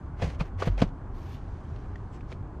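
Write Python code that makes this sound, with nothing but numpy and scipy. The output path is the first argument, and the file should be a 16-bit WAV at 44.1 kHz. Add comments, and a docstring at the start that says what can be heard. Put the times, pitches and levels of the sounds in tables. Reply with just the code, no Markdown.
"""In a car, close to a leather seat: a hand works the sliding thigh cushion out and back on its rails.
Friction grains make its strokes, struck modes and noise bursts the knocks of latch and stops, and low
decaying sines the thump and sway of the frame. Afterwards a sleeve rustles in more even grains and a few
small ticks ring. Noise in shaped bands rumbles as traffic outside. Stereo is built as mid and side."""
import sys
import numpy as np
from scipy import signal
from scipy.io import wavfile

SR = 44100
rng = np.random.default_rng(int(sys.argv[2]) if len(sys.argv) > 2 else 0)


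def dump_mix(stems):
    """Bounce the given channels to the path in sys.argv[1] as a 16-bit WAV at rate SR."""
    frames = np.atleast_2d(stems).T  # one column per channel
    limited = np.clip(frames, -1, 1)  # hard clip at full scale
    pcm = np.round(limited * 32767).astype(np.int16)
    wavfile.write(sys.argv[1], SR, pcm)


N = 114660
NEAR_SIDE_DB = -13   # added to the side level close to the microphone: seat and sleeve friction is narrower

# Knocks of latch and stops: (time [s], first touch [dB] before the mode's own level, pitch struck most [Hz],
# spread [octaves], rattle length [s], crack [dB])
KNOCKS = [(0.198, -40, 800, .4, 0.0022, -65), (.2188, -34, 1000, 1.1, .0015, -43),
          (0.221, -32, 593, 0.82, 0.0073, -51), (0.236, -36, 600, 0.6, 0.0061, -66),
          (0.399, -41, 1200, 1.3, 0.0021, -53.5), (.4050, -33, 2500, .45, .005, -46),
          (.4095, -36, 950, .5, .003, -54), (.6208, -23.5, 1100, .7, .005, -42),
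          (0.622, -27.5, 630, 0.34, 0.0052, -49.5), (.6735, -31, 700, .9, .004, -46),
          (0.778, -45.5, 1760, 2, 0.0029, -47.5), (.8168, -30, 3200, .9, .006, -37),
          (0.817, -22, 693, 0.3, 0.00404, -42.5), (0.826, -35.5, 525, 0.12, 0.01443, -70)]
# Ringing modes of the seat: (frequency [Hz], level [dB], decay by 60 dB [s])
SEAT_MODES = [(270.4, 11.5, 0.1), (360, -1, 0.095), (510, 6.5, 0.024), (685, -4, 0.051), (976, 0, 0.014),
              (1144, 1.5, 0.02), (1476, -3.5, 0.021), (2130, -6, 0.014), (2505, -2.5, 0.025),
              (3330, -5, 0.013), (3820, -8, 0.018), (5060, -9.5, 0.021)]
TOUCHES, TOUCH_LOSS_DB = 6, 2   # touches in one rattle, each weaker than the last
CONTACT_HZ = 5000   # softness of a touch
CRACK_T60_S = 0.07


def knocks():
    """Each knock rattles in quick touches on the modes around its pitch; returns ringing and crack envelope."""
    start, first_db, centre_hz, spread, length, crack_db = np.transpose(KNOCKS)[:, :, None]
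    touch = np.arange(TOUCHES)
    lateness = rng.uniform(0, .7, (len(start), TOUCHES)) * (touch > 0)
    times = start + (touch + lateness) / TOUCHES * length
    at = (times * SR).astype(int)
    signs = rng.choice([-1, 1], at.shape)
    loss_db = TOUCH_LOSS_DB * touch

    ringing = np.zeros(N)
    for hz, mode_db, t60 in SEAT_MODES:
        near_db = -6 * (np.log2(hz / centre_hz) / spread) ** 2
        uneven_db = rng.normal(0, 1.1, at.shape)
        clicks = np.zeros(N)
        np.add.at(clicks, at, signs * amp(first_db + mode_db + near_db - loss_db + uneven_db))
        ringing += ring(band(clicks, hz / 2, min(2 * hz, CONTACT_HZ + hz)), hz, t60)

    bursts = np.zeros(N)
    np.add.at(bursts, at, amp(crack_db - loss_db))
    return ringing, dying(bursts, CRACK_T60_S)


# Spectrum of the cracks and snaps: (frequency [Hz], relative density [dB per Hz])
CRACK_SPECTRUM = [(500, 10.5), (1000, 0.5), (2000, -4.5), (3500, -6.5), (6000, -21.5), (9000, -66)]


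def crack_noise(envelope):
    """Hard contacts give bursts of noise with a rounded-off treble."""
    noise = colour(rng.standard_normal((2, 2, N)), CRACK_SPECTRUM, patchy_db=1, side_db=NEAR_SIDE_DB)
    return soften(envelope * noise, 14000)


# Thuds and slower rocking of the seat frame: (time [s], level before rise and decay [dB],
# frequency [Hz], negative starts downwards, decay by 60 dB [s], rise time constant [s])
SWAYS = [(0.224, -20.5, 91.5, 0.16, 0.0013), (0.231, -22.5, -165, 0.14, 0.0011),
         (0.243, -22.5, 61.5, 0.38, 0.0044), (0.266, -21.5, 158.5, 0.085, 0.0024),
         (0.389, -18.5, 45.5, 0.17, 0.0076), (0.41, -15, -155, 0.057, 0.0011), (.54, -25.5, 91, 0.66, .03),
         (0.672, -13.5, 158.5, 0.05, 0.00063), (0.684, -19.5, 46, 0.59, 0.0054),
         (0.685, -20.5, 93, 0.22, 0.00077), (0.809, -19, -120, 0.075, .002),
         (0.8202, -5, -190, 0.039, 0.0023), (0.8228, -15, 253, 0.057, 0.0008),
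         (0.822, -19.5, 104, 0.086, 0.002), (0.84, -11.5, 185, 0.024, 0.0011),
         (0.847, -24, 32, 0.33, 0.007)]
WAVER_DB = 2.5   # the frame's ringing is uneven


def sways():
    """A soft push sets the frame ringing low: a sine that rises gently, wavers and decays."""
    out = np.zeros(N)
    for start, db, hz, t60, rise in SWAYS:
        t = np.maximum(np.arange(N) / SR - start, 0)
        # the waver comes in over the first 26 ms
        waver_db = WAVER_DB * np.minimum(t / 0.026, 1) * drift(14.6)
        level = amp(db - 60 * t / t60 + waver_db)
        out += level * (1 - np.exp(-t / rise)) * np.sin(2 * np.pi * hz * t)
    return out


# Strokes of the cushion on its rails: (start [s], rise [s], hold [s], fall [s],
# first level [dB], last level [dB], treble hiss relative to these levels [dB])
SLIDE = [(.17, 0.061, .12, 0.041, -39, -53, -37), (.383, 0.014, 0.022, 0.08, -46.5, -52, -41),
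         (.44, 0.015, 0.031, 0.032, -59, -61, -24), (.572, 0.028, 0.064, 0.035, -41, -48.5, -34.5),
         (.64, 0.019, 0.015, 0.05, -45, -42, -23.5), (.70, 0.012, 0.18, 0.023, -60.5, -60.5, -34),
         (.772, 0.019, 0.017, 0.045, -45, -38, -45)]
# Spectrum of the rails' friction: (frequency [Hz], relative density [dB per Hz])
RAILS = [(300, 10), (600, 17.5), (1100, 5.5), (2000, 8.5), (4000, -3), (7000, -6.5), (11000, -53)]


def cushion_slide():
    """The cushion rubs along its rails in grains of very uneven size."""
    return rubbing(SLIDE, RAILS, spread_db=2.5)


# Brushes of the sleeve: (start [s], rise [s], hold [s], fall [s],
# first level [dB], last level [dB], treble hiss relative to these levels [dB])
RUSTLE = [(1.11, 0.041, 0.2, .05, -66, -58.5, -13.5), (1.36, 0.024, 0.38, 1, -71, -69, -34),
          (2.1, 0.041, 0.026, 0.077, -64, -68, -26), (2.25, .05, 0.032, 0.046, -64, -62, -46)]
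# Spectrum of the cloth's friction: (frequency [Hz], relative density [dB per Hz])
CLOTH = [(700, -23), (1800, 0.5), (3500, -6), (5500, -10), (8000, -22), (11000, -63)]
CLOTH_SPREAD_DB = 1   # unevenness of the cloth's grains


def sleeve_rustle():
    """The sleeve brushes in grains of more even size than the rails'."""
    return rubbing(RUSTLE, CLOTH, CLOTH_SPREAD_DB)


# The cloth whisks in a narrow band: (loudest [s], length [s], level [dB], frequency [Hz], bandwidth [Hz])
WHISKS = [(1.345, 0.076, -62.5, 3370, 1800), (2.143, .045, -72, 7540, 597)]


def whisks():
    """Cloth friction swells briefly in one band, in the middle of the stereo image."""
    t, slips = np.arange(N) / SR, grains(CLOTH_SPREAD_DB)[0, 0]
    out = np.zeros(N)
    for loudest, length, db, hz, width_hz in WHISKS:
        swell = np.exp(-(2 * (t - loudest) / length) ** 2)
        out += amp(db) * swell * rms_one(band(slips, hz - width_hz / 2, hz + width_hz / 2))
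    return out


# Small ticks: (time [s], level before softening [dB], frequency [Hz], decay by 60 dB [s])
TICKS = [(1.762, -43.5, 3140, 0.0027), (1.957, -39.5, 1860, 0.023), (2.2084, -44, 2400, 0.0074),
         (2.3179, -35.5, 1110, 0.01), (2.3253, -37.5, 2350, 0.012)]
SNAP_DB, SNAP_T60_S = -5.5, 0.029   # noise snap relative to its tick, before softening


def ticks():
    """Each click rings briefly at its own pitch; returns softened ringing and the envelope of its snap."""
    ringing, bursts = np.zeros(N), np.zeros(N)
    for start, db, hz, t60 in TICKS:
        click = np.zeros(N)
        click[int(start * SR)] = amp(db)
        ringing += ring(click, hz, t60)
        bursts += click
    snap = amp(SNAP_DB) * soften(dying(bursts, SNAP_T60_S), 1500)
    return soften(soften(ringing, 5200), 5200), snap


# Spectrum of the traffic outside: (frequency [Hz], relative density [dB per Hz])
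TRAFFIC = [(20, -0.5), (100, 1.5), (150, -11), (250, -13), (360, -16), (520, -28), (650, -23),
           (1000, -23.5), (1500, -33), (2200, -64.5), (4000, -58.5), (8000, -59.5), (10500, -93)]
TRAFFIC_DB = -37.5   # before its treble is softened


def traffic():
    """Traffic outside rumbles as slightly flickering noise, central in the bass and wider towards the treble."""
    rumble = colour(rng.standard_normal((2, 2, N)), TRAFFIC, patchy_db=1, side_db=1.5)
    return soften(amp(TRAFFIC_DB) * rumble, 8500)


GRAINS_PER_S = 5000


def grains(spread_db):
    """Friction as dense slips of uneven size and random sign: (2 draws, mid and side, time)."""
    uneven_db = spread_db * np.minimum(rng.exponential(1, (2, 2, N)), 5)
    sizes = amp(uneven_db) * rng.standard_normal((2, 2, N))
    return sizes * (rng.random((2, 2, N)) < GRAINS_PER_S / SR)


FADE_DB = 25   # level change over a rise, and over each of two falls
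TOP_PAN_DB = -4   # left channel of the hiss; the right gets the opposite


def rubbing(strokes, spectrum, spread_db):
    """Friction grains swell under each stroke, with a thin hiss on top that leans to the right."""
    body, thin, t = np.zeros(N), np.zeros(N), np.arange(N) / SR
    for start, rise, hold, fall, first_db, last_db, top_db in strokes:
        times = start + np.cumsum([0, rise, hold, fall, fall])
        levels_db = [first_db - FADE_DB, first_db, last_db, last_db - FADE_DB, last_db - 2 * FADE_DB]
        # after the second fall the faint last level stays
        level = amp(np.interp(t, times, levels_db)) * (t >= start)
        body += level
        thin += level * amp(top_db)
    hiss = rms_one(band(rng.standard_normal((2, N)), 11000, 15500))
    hiss = hiss * amp([[TOP_PAN_DB], [-TOP_PAN_DB]])
    friction = colour(grains(spread_db), spectrum, patchy_db=1, side_db=NEAR_SIDE_DB)
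    return body * friction + thin * hiss


# Stereo width shared by the coloured noises: (frequency [Hz], side relative to mid [dB] before side_db)
SIDE_DB = [(30, -64), (200, -35), (550, -22), (1300, -13.5), (3000, -2), (10000, -8.5)]


def colour(source, spectrum, patchy_db, side_db):
    """Half-octave bands of a (2 draws, mid and side) source, each with its level, flicker and width; rms 1."""
    out, edges = 0, 18 * 2 ** np.arange(0, 10, .5)
    for k, (low, high) in enumerate(zip(edges, edges[1:])):
        hz = np.sqrt(low * high)
        if spectrum[0][0] * .8 < hz < spectrum[-1][0] * 1.2:
            mid, side = band(source[k % 2], low, high)   # neighbouring bands use different draws
            gain = amp(at_hz(spectrum, hz) + patchy_db * drift(20.5))
            width = amp(at_hz(SIDE_DB, hz) + side_db)
            out = out + gain * (mid + width * side * [[1], [-1]])
    return rms_one(out)


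def drift(rate_hz):
    """Slow chance of spread 1: noise smoothed twice at a rate, in steps of 40 samples."""
    r = np.exp(-80 * np.pi * rate_hz / SR)
    steps = rng.standard_normal(N // 40 + 2002)
    slow = signal.lfilter([1], [1, -2 * r, r * r], steps)[2000:]   # skip the run-in
    return np.interp(np.arange(N) / 40, np.arange(len(slow)), rms_one(slow))


def ring(clicks, hz, t60):
    """A resonance: a unit click sets a decaying sine of height about 1 ringing."""
    r, w = amp(-60 / (t60 * SR)), 2 * np.pi * hz / SR
    return signal.lfilter([0, np.sin(w)], [1, -2 * r * np.cos(w), r * r], clicks + 1e-18)


def dying(bursts, t60):
    """Each burst jumps up and dies away exponentially."""
    return signal.lfilter([1], [1, -amp(-60 / (t60 * SR))], bursts + 1e-18)


def band(x, low_hz, high_hz):
    """Pass one band."""
    return signal.sosfilt(signal.butter(2, [low_hz, high_hz], "band", fs=SR, output="sos"), x)


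def soften(x, hz):
    """Roll off everything above a frequency."""
    return signal.sosfilt(signal.butter(2, hz, fs=SR, output="sos"), x)


def at_hz(points, hz):
    """Read a (frequency, level) table along a logarithmic frequency axis."""
    table_hz, table_db = np.transpose(points)
    return np.interp(np.log(hz), np.log(table_hz), table_db)


def amp(db):
    """Decibels to amplitude."""
    return 10 ** (np.asarray(db, float) / 20)


def rms_one(x):
    """Scale to an rms of 1."""
    return x / np.sqrt(np.mean(x ** 2) + 1e-20)


def scene():
    """The seat up close, then sleeve and ticks, over the traffic rumble outside."""
    knock_ringing, crack = knocks()
    tick_ringing, snap = ticks()
    blows = knock_ringing + sways() + tick_ringing   # in the middle of the stereo image
    cloth = sleeve_rustle() + whisks()
    return blows + crack_noise(crack + snap) + cushion_slide() + cloth + traffic()


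def record(dry):
    """The microphone's end of the chain: a steep filter cuts the top above 15.7 kHz."""
    return signal.sosfilt(signal.cheby2(12, 70, 15700, fs=SR, output="sos"), dry)


dry = scene()
out = record(dry)
dump_mix(out)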